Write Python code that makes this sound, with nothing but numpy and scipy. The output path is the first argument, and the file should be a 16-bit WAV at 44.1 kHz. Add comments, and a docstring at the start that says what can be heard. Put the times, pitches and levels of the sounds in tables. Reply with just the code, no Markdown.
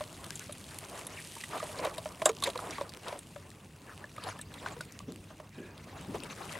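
"""At a shallow pond, a stereo microphone close to a floating toy truck whose wheels churn the water.
Water laps and sloshes under the thin hollow plastic shell, where air pockets plop and gurgle.
Drops snap on the shell and ring it, droplets click on open water, spray and foam hiss.
Behind this a faint tick pulses, something rattles once and a few dull thumps sound;
a low rumble and hiss lie under everything."""
import sys
import numpy as np
from scipy import signal
from scipy.fft import rfft, irfft, next_fast_len
from scipy.io import wavfile
from scipy.ndimage import uniform_filter1d, map_coordinates

SR = 44100
rng = np.random.default_rng(int(sys.argv[2]) if len(sys.argv) > 2 else 0)


def store_wav(level_fs):
    """Save 16-bit WAV to argv[1]."""
    pcm = np.round(np.clip(np.atleast_2d(level_fs), -1, 1) * 32767)
    wavfile.write(sys.argv[1], SR, pcm.T.astype(np.int16))


N = 290685
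TIME = np.arange(N) / SR


def amp(db):
    return 10 ** (np.asarray(db) / 20)


def unit(x):
    return x / np.sqrt(np.mean(x ** 2) + 1e-20)


def along(points, hz):
    """Interpolates (Hz, value) points on a log axis."""
    freqs, values = np.transpose(points)
    return np.interp(np.log(hz + 1), np.log(freqs + 1), values)


def curve(rows, column):
    """One column of a timed table, one value per sample."""
    return np.interp(TIME, np.transpose(rows)[0], np.transpose(rows)[column])


def wobble(rate):
    """A smooth random curve, rate knots a second."""
    return map_coordinates(rng.standard_normal(int(N * rate / SR) + 4), [TIME * rate])


def filtered(x, response):
    """x through a complex response of frequency."""
    size = next_fast_len(N + SR // 2)
    return irfft(rfft(x, size) * response(np.fft.rfftfreq(size, 1 / SR)), size)[..., :N]


def resonances(modes):
    """Causal response of a few (Hz, width in Hz, dB) modes."""
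    return lambda f: sum((-1) ** k * amp(db) * 1j * f * width / (hz * hz - f * f + 1j * f * width)
                         for k, (hz, width, db) in enumerate(modes))


# Noise across the microphone pair. Each row: frequency in Hz, left-right correlation.
STEREO_LIKENESS = [(300, 0.99), (2000, 0.83), (9000, 0.98)]

def rush(gain, patchy_db):
    """Stereo noise of rms 1, coloured by gain(Hz), with random louder and softer patches."""
    spectra = signal.stft(rng.standard_normal((2, N)), nperseg=256)[2]
    patches = uniform_filter1d(uniform_filter1d(rng.standard_normal(spectra.shape[1:]), 5, 0), 6, 1)
    pair = signal.istft(spectra * amp(patchy_db * unit(patches)), nperseg=256)[1][:, :N]
    angle = lambda hz: np.arccos(np.clip(along(STEREO_LIKENESS, hz), -1, 1)) / 2
    mid, side = filtered(pair, lambda hz: gain(hz) * [np.cos(angle(hz)), np.sin(angle(hz))])
    return unit(np.array([mid + side, mid - side]))


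def place(start, waves, pan_db=0):
    """Sums one short wave per start time into stereo, panned to the truck plus pan_db."""
    at = np.round(start * SR).astype(int)
    pan_db = pan_db + curve(FOAM_AND_PAN, column=2)[at]
    samples = (at[:, None] + np.arange(waves.shape[1])).ravel()
    panned = [waves * amp(side * pan_db / 2)[:, None] for side in (1, -1)]
    return np.array([np.bincount(samples, channel.ravel(), N + SR)[:N] for channel in panned])


def bubbles(hz, t60, rise, attack_s, size):
    """Damped sines, one per row, whose pitch glides by the share rise every t60 seconds."""
    t = np.arange(size) / SR
    hz, t60, rise = (np.reshape(x, (-1, 1)) for x in (hz, t60, rise))
    phase = 2 * np.pi * hz * (t + rise * t * t / (2 * t60))
    return np.sin(phase) * amp(-60 * t / t60) * (1 - np.exp(-t / attack_s)) * (phase < np.pi * SR * t)


def swarm(level_db, centre_hz, octaves, cycles, spread, pan_db, count, size):
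    """Randomly timed bubbles whose joint loudness follows a level curve."""
    when, rank = rng.random((count, 2)).T
    pitch, glide, pan = rng.standard_normal((count, 3)).T
    hz = np.clip(centre_hz * 2 ** (octaves * pitch), 300, 11500)
    waves = bubbles(hz, cycles / hz, 0.26 * glide, attack_s=0.0002, size=size)
    strength = amp(-spread * np.log(rank + .02))
    return amp(level_db) * unit(place(when * (N - 1) / SR, waves * strength[:, None], pan_db * pan))


# The air around the pond. Each row: frequency in Hz, relative level in dB.
AMBIENT_SPECTRUM = [(20, -24), (60, 0), (181, 2), (380, -7), (1560, -34.5), (4500, -30), (9500, -41),
                    (15800, -32)]
# Narrow bands in the rumble. Each row: centre in Hz, width in Hz, base level in dB.
DRONE_BANDS = [(99.2, 12.4, -59.5), (152.7, 9.6, -63)]

def ambience():
    """Rumble and hiss swell a little with the wash; droning bands sag slightly as the foam thins."""
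    db = -42.5 + 0.2 * curve(WASH_LEVELS, column=1) + 1.26 * wobble(2.76)
    bed = amp(db) * rush(lambda hz: amp(along(AMBIENT_SPECTRUM, hz)), patchy_db=1.7)
    drone = 0
    for hz, width, band_db in DRONE_BANDS:
        band = filtered(rng.standard_normal(N), lambda f: 1 / (1 + (2 * (f - hz) / width) ** 2))
        drone += amp(band_db) * unit(band)
    return bed + amp(0.039 * (curve(FOAM_AND_PAN, column=1) + 48.0)) * drone


def tick():
    """A faint high tick at a steady pace, every other one weaker."""
    first_s, per_second = 0.0258, 29.92
    k = np.arange(int(N / SR * per_second) - 1)
    db = -50 - 4 * (k % 2 == 0)
    ping = bubbles(hz=2710, t60=0.018, rise=0, attack_s=0.0017, size=1500)
    return place(first_s + k / per_second, ping * amp(db)[:, None])


# The ring of the faint rattle. Each row: frequency in Hz, width in Hz, relative gain in dB.
RATTLE_MODES = [(1670, 65, 3), (2470, 99, -4)]

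def rattle():
    """One short run of uneven small knocks into two resonances."""
    start_s, length_s, edge_s = 5.54, 0.2, 0.024
    gate = np.clip(np.minimum(TIME - start_s, start_s + length_s - TIME) / edge_s + .5, 0, 1)
    knocks = amp(2.8 * wobble(120)) * rng.standard_normal(N)
    return amp(-58) * gate * unit(filtered(knocks, resonances(RATTLE_MODES)))


# Dull thumps behind the water. Each row: start in seconds, level in dB, starting pitch in Hz.
LOW_THUMPS = [(5.071, -33.5, 130), (5.575, -34, 214), (6.077, -35, 174), (6.166, -41, 195)]

def thumps():
    """Soft low gulps that rise in pitch, with a hollow rough tail."""
    start, db, hz = np.transpose(LOW_THUMPS)
    t = np.arange(12000) / SR
    envelope = amp(db[:, None] - 60 * t / 0.42) * (1 - np.exp(-t / 0.0075))
    tail = place(start, rng.standard_normal(envelope.shape) * envelope)
    gulp = bubbles(hz, t60=0.087, rise=0.5, attack_s=0.0046, size=len(t)) * amp(db)[:, None]
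    body = resonances([(270, 340, 7.2)])
    return place(start, gulp) + filtered(tail, lambda f: body(f) ** 2 / (1 + (f / 600) ** 4))


# The steady wash at the wheels. Each row: time in seconds, base levels of slosh and of spray in dB.
WASH_LEVELS = [(0, -50.5, -61), (1.3, -59, -57.5), (2.1, -48, -68.5), (3.0, -54.5, -63), (3.75, -61, -68.5),
               (4.5, -57.5, -58), (5.5, -61.5, -65), (5.9, -49.5, -58), (6.45, -43, -53),
               (6.59, -50, -51.5)]
# Waves meeting the shell. Each row: crest time, nominal rise and fall, all in seconds,
# then base levels of slosh and of spray in dB.
SHELL_LAPS = [(1.03, 0.17, 0.15, -43.5, -80), (1.58, 0.062, 0.05, -39.5, -49),
              (1.84, 0.093, 0.035, -38.5, -51), (2.261, 0.0043, 0.035, -31.5, -47),
              (2.444, 0.0215, 0.056, -39.5, -39.5), (2.56, 0.011, 0.11, -43, -57.5),
              (2.77, 0.088, 0.069, -44, -47), (3.094, 0.067, 0.052, -41.5, -47),
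              (3.91, 0.063, 0.1, -47.5, -73), (4.282, 0.064, 0.06, -39, -45.5),
              (4.69, 0.11, 0.049, -47, -51.5), (6.15, 0.0071, 0.014, -31.5, -50.5)]
SLOSH_COLUMN, SPRAY_COLUMN = 1, 2
SLOSH_PACE, SPRAY_PACE = 0.81, 1.09  # a lap's spray rises and falls faster than its slosh

def churn(column, pace, lumps_db):
    """Level in dB of the wash plus the lumpier laps, which swell to a crest and drain."""
    foot_db, roundness = -9, 1.93  # roundness 1 is a pointed crest, more is flatter
    t, laps = TIME[::64], np.transpose(SHELL_LAPS)[:, :, None]
    crest, rise, fall = laps[:3]
    from_crest = pace * np.where(t < crest, (crest - t) / rise, (t - crest) / fall)
    lap_db = laps[2 + column] + foot_db * from_crest ** roundness
    lap_power = np.interp(TIME, t, np.sum(amp(lap_db) ** 2, axis=0))
    wash_power = amp(curve(WASH_LEVELS, column) + 0.67 * lumps_db) ** 2
    return 10 * np.log10(wash_power + lap_power * amp(lumps_db) ** 2)


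# Foam at the truck, and where the truck sits before the microphone.
# Each row: time in seconds, base foam level in dB, the truck's left-over-right balance in dB.
FOAM_AND_PAN = [(0, -52.5, 2), (1.4, -51.5, 0), (2.6, -53, -1), (3.3, -60.5, 2.5), (5.8, -66.5, -0.5),
                (6.59, -54, 11.5)]
# The colour of the fizz. Each row: frequency in Hz, relative level in dB.
FOAM_SPECTRUM = [(900, -6), (1600, -2.5), (2800, 5.5), (5500, 0), (9000, 6), (12000, -2), (15800, -25)]

def foam():
    """Foam hisses in thin spatters and swells a little with the spray."""
    spray_db = churn(SPRAY_COLUMN, SPRAY_PACE, lumps_db=-16.5)
    db = curve(FOAM_AND_PAN, column=1) + 0.23 * (spray_db + 52.0)
    spatter_db = 2.07 * wobble(13) + 1.64 * wobble(240) ** 2
    return amp(db + spatter_db) * rush(lambda hz: amp(along(FOAM_SPECTRUM, hz)), patchy_db=1.5)


# Spray thrown up around the truck. Each row: frequency in Hz, relative level in dB.
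SPRAY_SPECTRUM = [(900, 0.5), (2000, 3), (4000, -3.5), (9500, -10.5), (12000, -19), (15500, -44)]

def spray():
    """Wash and laps throw a bright hiss in spurts and a dense shower of droplets."""
    db = churn(SPRAY_COLUMN, SPRAY_PACE, lumps_db=3.8 * wobble(45))
    hiss = amp(db) * rush(lambda hz: amp(along(SPRAY_SPECTRUM, hz)), patchy_db=5.5)
    shower = swarm(db - 6, 3700, octaves=0.82, cycles=5.9, spread=2.0, pan_db=7.5, count=2500, size=300)
    return hiss + shower


# Big droplets on the pond beside the truck. Each row: start in seconds, level in dB, colour in Hz.
POND_DRIPS = [(0.243, -24, 8470), (0.306, -19, 5340), (0.395, -23, 6700), (0.642, -32, 3240),
              (0.808, -38, 4286), (1.249, -31, 4840), (1.321, -29, 3550), (1.663, -36, 3240),
              (2.0415, -37, 2740), (2.9376, -30, 4000), (2.948, -33, 3060), (2.972, -27.5, 7140),
              (3.504, -32.5, 4120), (3.9777, -35, 2700), (4.686, -30.5, 3000), (4.9232, -27.5, 8300),
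              (4.991, -27.5, 7200), (5.1219, -31, 8100), (5.1602, -33.5, 2900), (5.779, -36, 4100),
              (6.2032, -32, 2750)]

def drips():
    """A droplet on open water ticks, a few cycles in a spit of noise; small ones follow the foam level."""
    when, rank, pitch = rng.random((800, 3)).T
    small_start = when * (N - 1) / SR
    foam_db = curve(FOAM_AND_PAN, column=1)[(small_start * SR).astype(int)]
    small_drips = [small_start, foam_db + 9 - 4 * np.log(rank + .04), 1700 * 5 ** pitch]
    start, db, hz = np.concatenate([np.transpose(POND_DRIPS), small_drips], axis=1)
    t = np.arange(500) / SR
    spit = 0.8 * rng.standard_normal((len(start), len(t))) * amp(-60 * t / 0.0034)
    ping = bubbles(hz, t60=11.0 / hz, rise=0, attack_s=0.00008, size=len(t))
    ticks = place(start, (ping + spit) * amp(db)[:, None], pan_db=3 * rng.standard_normal(len(start)))
    return filtered(ticks, lambda f: 1j * f / (1500 + 1j * f) / (1 + (f / 11000) ** 6))


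# Air pockets filling up. Each row: start and length in seconds, level in dB, first and last pitch in Hz.
FILLING_POCKETS = [(1.168, 0.037, -43.5, 2840, 1730), (3.871, 0.079, -49, 1780, 1150),
                   (4.187, 0.0694, -51, 1515, 1222)]

def gurgles():
    """A stuttering tone sinks in pitch while water works into a pocket of air."""
    start, length, db, first_hz, last_hz = np.transpose(FILLING_POCKETS)[:, :, None]
    progress = np.clip(np.arange(4000) / SR / length, 0, 1)
    swell = np.sqrt(np.sin(np.pi * progress).clip(0))
    stutter = 0.61 + unit(uniform_filter1d(rng.standard_normal(progress.shape), size=50, axis=1))
    phase = 2 * np.pi * np.cumsum(first_hz * (last_hz / first_hz) ** progress, axis=1) / SR
    return place(start[:, 0], amp(db) * swell * stutter * np.sin(phase))


# Slopping water, heard close. Each row: frequency in Hz, relative level in dB.
SLOSH_SPECTRUM = [(200, -7), (300, 4), (800, 0.5), (2500, -12), (6000, -36)]
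# The air under the shell. Each row: resonance in Hz, width in Hz, relative gain in dB.
HOLLOW_MODES = [(428, 98, -4.5), (613, 71, 2), (984, 116, 1.5), (1202, 160, -1.5)]

def slosh():
    """Water slops under the shell: lumpy noise, the boom of the hollow and ringing bubbles."""
    db = churn(SLOSH_COLUMN, SLOSH_PACE, lumps_db=5.2 * wobble(25))
    wash = amp(db - 6.0) * rush(lambda hz: amp(along(SLOSH_SPECTRUM, hz)), patchy_db=2.5)
    boom = amp(db - 10.5) * rush(lambda hz: np.abs(resonances(HOLLOW_MODES)(hz)), patchy_db=3.0)
    rings = swarm(db - 10, 857.4, octaves=0.706, cycles=43, spread=-1.5, pan_db=2.5, count=600, size=3500)
    return wash + boom + rings


# Drops landing on the shell. Each row: start in seconds, level in dB, colour in Hz.
SHELL_DROPS = [(0.356, -28, 7380), (0.524, -26.5, 9900), (1.068, -25, 10380), (1.404, -32, 2550),
               (1.4381, -28, 2560), (1.577, -31, 3600), (1.7872, -30, 4400), (1.849, -23.5, 3790),
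               (1.9408, -32.5, 2380), (1.981, -26, 3760), (2.22, -31.5, 3070), (2.2558, -9.5, 7530),
               (2.292, -23, 6700), (2.4235, -23, 3560), (2.4375, -13.5, 3840), (2.47, -27, 3540),
               (2.501, -27.5, 3850), (2.576, -30.5, 4060), (2.708, -29.5, 5700), (2.893, -31.5, 4670),
               (3.083, -30, 3740), (3.1898, -30.5, 8900), (4.163, -35, 2200), (4.238, -29.5, 3950),
               (4.3899, -35, 2600), (4.413, -27, 8400), (4.54, -31.5, 3300), (4.809, -29, 4520),
               (6.2353, -30.5, 2780)]
# The ring of the thin plastic. Each row: resonance in Hz, width in Hz, relative gain in dB.
SHELL_MODES = [(3780, 260, 1), (7200, 900, -39)]

def snaps():
    """Each drop spits noise at its own colour, cracks and rings the plastic; big drops splatter longer."""
    start, db, hz = np.transpose(SHELL_DROPS)
    t = np.arange(3000) / SR
    t60 = 0.016 * amp(0.27 * (db[:, None] + 52.0))
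    noise = rng.standard_normal((len(start), len(t)))
    pan = noise[:, 0]
    envelope = (1 - np.exp(-t / 0.000063)) * amp(db[:, None] - 60 * t / t60)
    ring = filtered(place(start, noise * envelope, 2.1 * pan), resonances(SHELL_MODES))
    flutter = 0.74 + unit(uniform_filter1d(rng.standard_normal(noise.shape), size=24, axis=1))
    spit = place(start, flutter * envelope * np.sin(2 * np.pi * hz[:, None] * t), 0.62 * pan)
    impact = place(start, noise * envelope * amp(1.5 - 25 * t / t60), 3.2 * pan)
    crack = filtered(impact, resonances([(9250, 3900, -5.5)]))
    return filtered(crack + amp(-9) * spit + amp(-2) * ring, lambda f: 1 / (1 + (f / 11800) ** 8))


# Air pockets under the shell, heard close. Each row: start in seconds, level in dB, pitch in Hz.
AIR_POCKETS = [(0.007, -22.5, 599), (0.306, -34, 1630), (0.493, -31, 593), (1.365, -34, 937),
               (1.437, -27.5, 1960), (1.531, -27, 1240), (1.554, -28, 1200), (1.602, -26.5, 1200),
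               (1.627, -25.5, 615), (1.693, -32.5, 613), (1.792, -23.5, 517), (1.853, -20, 591),
               (1.869, -23.5, 537), (1.981, -27, 630), (2.057, -25, 621), (2.218, -17.5, 634),
               (2.258, -10, 613), (2.293, -17, 449), (2.425, -25, 1106), (2.473, -18.5, 551),
               (2.555, -23.5, 504), (2.59, -25.5, 1262), (2.782, -24, 1140), (2.81, -21.5, 561),
               (3.126, -24.5, 598), (3.36, -31, 584), (4.041, -31.5, 1710), (4.18, -29, 1247),
               (4.267, -28, 770), (4.391, -28.5, 1750), (4.661, -21, 1500), (4.709, -32.5, 615),
               (4.765, -35, 478), (4.807, -25.5, 1484), (5.003, -36, 1160), (5.304, -36.5, 632),
               (5.399, -34.5, 606), (6.553, -31.5, 1940)]

def plops():
    """Each air pocket rings unevenly, small ones more briefly, and knocks the hollow with a rough push."""
    start, db, hz = np.transpose(AIR_POCKETS)
    t, level = np.arange(3500) / SR, amp(db)[:, None]
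    t60 = 0.065 * (700 / hz[:, None]) ** 0.71
    noise = rng.standard_normal((len(start), len(t)))
    glide, pan = noise[:, 0], noise[:, 1]
    ring = bubbles(hz, t60, rise=0.065 * glide, attack_s=0.94 / hz[:, None], size=len(t))
    ring *= 1 + 0.3 * unit(uniform_filter1d(noise, size=150, axis=1))
    push_envelope = amp(-60 * t / (0.38 * t60)) * (1 - np.exp(-t / 0.00052))
    push = place(start, noise * push_envelope * level, 0.5 * pan)
    knock = filtered(push, resonances(HOLLOW_MODES))
    slap = filtered(push, lambda f: resonances([(2000, 3000, -2)])(f) ** 2)
    return amp(-4) * place(start, ring * level, 1.94 * pan) + amp(9.5) * knock + slap


def scene():
    """The water at the truck, thinned below 150 Hz, over the background sounds."""
    water = slosh() + spray() + foam() + plops() + gurgles() + snaps() + drips()
    water = filtered(water, lambda f: (1j * f / (150 + 1j * f)) ** 2)
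    return water + thumps() + rattle() + tick() + ambience()


def record(dry):
    """Two closely spaced microphones hear the bass alike; nothing passes above the band limit."""
    mono_below_hz, top_hz = 200, 15850
    mid, side = (dry[0] + dry[1]) / 2, (dry[0] - dry[1]) / 2
    side = filtered(side, lambda hz: 1 / (1 + (mono_below_hz / (hz + 1)) ** 4))
    return filtered(np.array([mid + side, mid - side]), lambda hz: hz < top_hz)


dry = scene()
out = record(dry)
store_wav(out)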